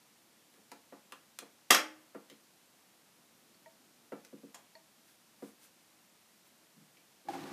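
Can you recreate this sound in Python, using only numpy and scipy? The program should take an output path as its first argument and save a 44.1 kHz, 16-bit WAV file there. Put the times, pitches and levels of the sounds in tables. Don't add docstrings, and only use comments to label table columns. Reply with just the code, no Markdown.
import sys
import numpy as np
from scipy import signal
from scipy.fft import rfft, irfft
from scipy.io import wavfile

SR = 44100
rng = np.random.default_rng(int(sys.argv[2]) if len(sys.argv) > 2 else 0)


def persist_wave(psi):
    counts = np.round(np.clip(psi, -1, 1) * 32767).astype(np.int16)
    wavfile.write(sys.argv[1], SR, np.atleast_2d(counts).T)


N = 331632

# freq_hz, density_db
ROOM_TONE_SPECTRUM = [(15, -62), (25, -29), (43, -28.5), (136, -7.5), (227, -3), (281, -10), (322, -1.5),
                      (368, -9.5), (537, -7.5), (684, -7.5), (826, -8), (1490, -10.5), (5430, -12.5),
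                      (13900, -16.5), (15500, -22.5)]
# start_s, snap_db, snap_hz, snap_decay_s, knock_db, knock_hz, thump_db
BUTTON_CLICKS = [(0.5392, -51, 1690, .003, -62, 1700, -66), (0.7163, -38, 5800, .003, -42, 980, -54),
                 (1.1218, -34, 1600, .003, -42, 1100, -57), (1.3882, -25.5, 7350, .0022, -50, 1000, -60),
                 (2.2992, -43, 3200, .005, -57, 2050, -60), (4.2483, -43, 6000, .004, -64, 1700, -68),
                 (4.5446, -39.5, 7000, .008, -50, 740, -69), (6.9695, -62, 2400, .0012, -52, 2400, -74)]
# freq_hz, density_db
SNAP_SPECTRUM = [(300, -29), (1500, 1.5), (4000, -1.5), (12000, -5), (15500, -11)]
# pitch_hz, level_db, t60_s
ROOM_MODES = [(152, -11, .25), (190.2, -14.5, 0.35), (215.6, -7, .24), (278, -1, .14), (297.6, -6.5, 0.18),
              (335.4, -8, 0.19), (370.5, -5, 0.12), (456, -4.5, .12), (488, -3, 0.11), (552, 3, 0.04)]
# start_s, ring_db, tilt_db_per_octave
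DULL_THUDS = [(0.577, -62, 0.3), (0.924, -50, 3), (1.421, -51.5, 2.2), (2.147, -42, 1.5),
              (2.313, -54.5, -1.5), (4.1201, -38.5, 1.6), (4.328, -45, -3.5), (4.434, -47, -3.6),
              (5.4219, -40, -.6), (6.765, -64.5, -22), (6.809, -62.5, -21)]
# freq_hz, density_db
SLAP_SPECTRUM = [(150, -22.5), (350, -14), (700, 1.5), (1200, -4), (2000, -13.5), (3500, -27), (7000, -36)]
# start_s, level_db
BOLT_BLOWS = [(1.7048, .5), (1.7445, -7)]
# freq_hz, density_db
CRACK_SPECTRUM = [(150, -35), (300, -11), (900, -1), (2100, 0), (3200, -5.5), (4400, -9.5), (5500, -3.5),
                  (9000, -12.5), (15500, -12.5)]
# pitch_hz, level_db, t60_s
DOOR_RING_MODES = [(311.2, -12, .6), (529.2, -15, .45), (606.6, -1, 0.092), (860, -12, 0.3),
                   (1030, 0.5, .06), (1413, -6, 0.06), (1624, -4.5, .06), (1865, 2.5, .06),
                   (2329, -3.5, 0.073), (3260, -1.5, 0.054), (4500, -9, 0.024), (5560, -5, .04)]
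# start_s, low_modes_db, middle_modes_db, top_mode_db
RINGING_TAPS = [(3.545, -80, -72, -57.5), (3.66, -58, -55, -66), (4.753, -60.5, -53.5, -47.5)]
# pitch_hz, level_db, t60_s
TAP_MODE_GROUPS = [
    [(629, 6, 0.13), (654, 3.5, 0.18), (923, 3.5, 0.13)],
    [(1870, 4, 0.028), (2354, -6, .03)],
    [(4390, -2.5, 0.03)],
]
# centre_s, half_width_s, level_db
CLOTH_STROKES = [(5.101, .05, -67.5), (5.46, 0.055, -63.5), (5.641, 0.036, -61), (6.471, .015, -67)]
# freq_hz, density_db
CLOTH_SPECTRUM = [(500, -12), (1500, 2.5), (5000, -1), (9000, 1.5), (15500, -2)]
# centre_hz, width_hz, level_db
CABINET_RESONANCES = [(99, 34, -18), (162, 30, -6), (203, 27, -3), (277, 10.6, -0.5), (344, 20, 1.5),
                      (540, 29, -9), (660, 55, -9.5), (818, 63, -5.5), (1155, 60, -9), (2240, 170, -21)]
# freq_hz, density_db
WATER_SPECTRUM = [(290, -23), (500, -10), (686, -21), (815, -4), (1250, -9.5), (1350, -6), (2460, -13.5),
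                  (4070, -15.5), (15500, -29)]
# start_s, housing_db, rattle_db
IMPELLER_KNOCKS = [(7.2855, -24.5, -42), (7.3335, -33.5, -42), (7.3515, -31, -47), (7.490, -43, -48)]
# pitch_hz, level_db, t60_s
HOUSING_MODES = [(777, 1, 0.077), (824, 5.5, 0.037), (688, -7.5, 0.1), (1665, -8, 0.061), (2360, -9, 0.069)]
# freq_hz, t60_s
TAIL_DECAY = [(300, 0.33), (1000, 0.28), (2000, 0.26), (5000, .22), (12000, 0.18)]
# freq_hz, density_db
TAIL_SPECTRUM = [(150, -9.5), (300, -5), (600, -1), (2000, 0.5), (6000, -0.5), (15000, -5)]


def from_db(db):
    return 10 ** (np.asarray(db) / 20)


def rms_one(x):
    return x / np.sqrt(np.mean(x ** 2) + 1e-20)


def at_hz(points, hz):
    freqs_hz, values = np.transpose(points)
    return np.interp(np.log(hz), np.log(freqs_hz), values)


def coloured(spectrum, size):
    hz = np.maximum(np.fft.rfftfreq(size, 1 / SR), 1)
    return rms_one(irfft(rfft(rng.standard_normal(size)) * from_db(at_hz(spectrum, hz)), size))


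def impulses(times_s, levels_db):
    out = np.zeros(N)
    out[np.round(np.asarray(times_s) * SR).astype(int)] = from_db(levels_db)
    return out


def ring(force, modes):
    out = 0
    for k, (hz, level_db, t60_s) in enumerate(modes):
        r, w = from_db(-60 / (t60_s * SR)), 2 * np.pi * hz / SR
        mode = signal.lfilter([0, np.sin(w)], [1, -2 * r * np.cos(w), r * r], force + 1e-18)
        out = out + (-1) ** k * from_db(level_db) * mode
    return out


def resonance(x, hz, width_hz):
    r, w = np.exp(-np.pi * width_hz / SR), 2 * np.pi * hz / SR
    return signal.lfilter(np.array([1, 0, -1]) * (1 - r * r) / 2, [1, -2 * r * np.cos(w), r * r], x)


def add(out, start_s, piece):
    i = round(start_s * SR)
    out[i:i + len(piece)] += piece[:N - i]


def burst(noise, decay_s, attack_s=.0003):
    t = np.arange(len(noise)) / SR
    envelope = (1 - np.exp(-t / attack_s)) * np.exp(-t / decay_s) / 2
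    return rms_one(noise * envelope) * np.sqrt(np.mean(envelope ** 2))


def push(cutoff_hz):
    t = np.arange(800) / SR
    pulse = t * np.exp(-2 * np.pi * cutoff_hz * t)
    return pulse / pulse.sum()


def low_cut(x, hz, order):
    return signal.sosfilt(signal.butter(order, hz, "high", fs=SR, output="sos"), x)


def room_tone(hiss_db=-66, murmur_db=-79, swell_db=6, swell_at_s=3.7, swell_half_s=.6):
    t = np.arange(N) / SR
    murmur_gain = from_db(murmur_db + swell_db * np.exp(-((t - swell_at_s) / swell_half_s) ** 2))
    murmur = rng.standard_normal(N)
    for _ in range(2):
        murmur = resonance(murmur, hz=223, width_hz=210)
    return from_db(hiss_db) * coloured(ROOM_TONE_SPECTRUM, N) + murmur_gain * rms_one(murmur)


def button_clicks():
    out = np.zeros(N)
    for start_s, snap_db, snap_hz, decay_s, knock_db, knock_hz, thump_db in BUTTON_CLICKS:
        noise = coloured(SNAP_SPECTRUM, 2048)
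        snap = noise + 1.5 * resonance(noise, snap_hz, width_hz=1100)
        add(out, start_s, from_db(snap_db) * burst(snap, decay_s))
        panel = resonance(rng.standard_normal(8192), knock_hz, width_hz=300)
        add(out, start_s, from_db(knock_db) * burst(panel, 4.2 * decay_s))
        out += room_thump(start_s, thump_db, tilt_db_per_octave=2.1)
    return out


def room_thump(start_s, level_db, tilt_db_per_octave, scatter_db=1.5):
    modes = np.array(ROOM_MODES)
    modes[:, 1] += tilt_db_per_octave * np.log2(modes[:, 0] / 300) + rng.normal(0, scatter_db, len(modes))
    force = np.pad(from_db(level_db) * push(cutoff_hz=990), (0, SR // 2))
    out = np.zeros(N)
    add(out, start_s, ring(force, modes))
    return out


def thuds():
    slaps, thumps = np.zeros((2, N))
    for start_s, ring_db, tilt in DULL_THUDS:
        slap_db = ring_db - 5 + 2.9 * tilt
        add(slaps, start_s, from_db(slap_db) * burst(coloured(SLAP_SPECTRUM, 4096), decay_s=.017))
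        thumps += room_thump(start_s, ring_db, tilt)
    return slaps, thumps


def door_lock(contact_gap_s=.0014, rattle_gap_s=.0065, door_db=-35.5):
    strike_s, strike_db = BOLT_BLOWS[0]
    contacts = [(strike_s - .0016, strike_db - 28)]
    for start_s, level_db in BOLT_BLOWS:
        contacts += [(start_s + contact_gap_s * k, level_db - 2.2 * (k - 2) ** 2) for k in range(5)]
        for k in (1, 2, 3):
            delay_s = 4 * contact_gap_s + rattle_gap_s * (k + rng.uniform(-.25, .25))
            contacts.append((start_s + delay_s, level_db - 14))
    cracks = np.zeros(N)
    for start_s, level_db in contacts:
        add(cracks, start_s, from_db(level_db) * burst(coloured(CRACK_SPECTRUM, 2048), decay_s=.0014))
    force = impulses(*np.transpose(contacts)) * rng.choice([-1, 1], N)
    door = from_db(door_db) * ring(force, DOOR_RING_MODES)
    thump = room_thump(strike_s + contact_gap_s, level_db=-32, tilt_db_per_octave=5)
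    return cracks + door, thump


def taps():
    times_s, *group_levels_db = np.transpose(RINGING_TAPS)
    return sum(ring(impulses(times_s, levels_db), modes)
               for levels_db, modes in zip(group_levels_db, TAP_MODE_GROUPS))


def cloth_brushes():
    t = np.arange(N) / SR
    swells = sum(from_db(level_db) * np.exp(-((t - centre_s) / half_width_s) ** 2)
                 for centre_s, half_width_s, level_db in CLOTH_STROKES)
    return swells * coloured(CLOTH_SPECTRUM, N)


def run_up(full_s, full_db, rise_db_per_s, sag_db_per_s, on_s=7.252):
    t = np.arange(N) / SR
    level_db = full_db + np.minimum(rise_db_per_s * (t - full_s), -sag_db_per_s * (t - full_s))
    return from_db(level_db) * (t > on_s)


def pump_rumble():
    white = rng.standard_normal(N)
    rumble = sum((-1) ** k * from_db(level_db) * resonance(white, hz, width_hz) / np.sqrt(width_hz)
                 for k, (hz, width_hz, level_db) in enumerate(CABINET_RESONANCES))
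    return run_up(full_s=7.315, full_db=-44.5, rise_db_per_s=270, sag_db_per_s=12) * rms_one(rumble)


def water_hiss(chatter_hz=73, depth_db=1):
    r = np.exp(-2 * np.pi * chatter_hz / SR)
    chatter = rms_one(signal.lfilter([1], [1, -2 * r, r * r], rng.standard_normal(N)))
    hiss = from_db(depth_db * chatter) * coloured(WATER_SPECTRUM, N)
    return run_up(full_s=7.30, full_db=-52.5, rise_db_per_s=600, sag_db_per_s=3) * rms_one(hiss)


def impeller_knocks():
    force, rattles = np.zeros((2, N))
    for start_s, housing_db, rattle_db in IMPELLER_KNOCKS:
        add(force, start_s, from_db(housing_db) * push(cutoff_hz=740))
        add(rattles, start_s, from_db(rattle_db) * burst(coloured(WATER_SPECTRUM, 2048), decay_s=.011))
    return rattles + ring(force, HOUSING_MODES)


def room_reverb(send, return_db=-1.8, build_up_s=.0014):
    edges_hz = 140 * 2 ** np.arange(0, 7.1, 1 / 3)
    t, tail = np.arange(SR // 2) / SR, 0
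    white = rng.standard_normal((2, len(t)))
    for k, (low_hz, high_hz) in enumerate(zip(edges_hz, edges_hz[1:])):
        hz = np.sqrt(low_hz * high_hz)
        band_pass = signal.butter(2, [low_hz, high_hz], "band", fs=SR, output="sos")
        band = signal.sosfilt(band_pass, white[k % 2]) * from_db(at_hz(TAIL_SPECTRUM, hz))
        fall_db = -60 * t / at_hz(TAIL_DECAY, hz)
        late_db = -19 + fall_db / 1.9
        tail = tail + band * np.hypot(from_db(fall_db), from_db(late_db))
    tail *= 1 - np.exp(-t / build_up_s)
    return from_db(return_db) * signal.fftconvolve(send, tail / np.sqrt(np.sum(tail ** 2)))[:N]


def scene():
    bed = room_tone()
    clicks = button_clicks()
    slaps, thumps = thuds()
    bolt, bolt_thump = door_lock()
    small_hits = clicks + slaps
    ringing = thumps + bolt_thump + taps()
    cloth = cloth_brushes()
    pump = low_cut(pump_rumble() + water_hiss() + impeller_knocks(), hz=70, order=2)
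    reverb = room_reverb(bolt + from_db(-4.5) * small_hits + from_db(-9) * ringing)
    blows = low_cut(bolt + small_hits + ringing + reverb, hz=178, order=6)
    return (bed + blows + cloth + pump)[None]


def record(dry):
    return signal.sosfilt(signal.cheby2(14, 60, 15700, fs=SR, output="sos"), dry)


dry = scene()
out = record(dry)
persist_wave(out)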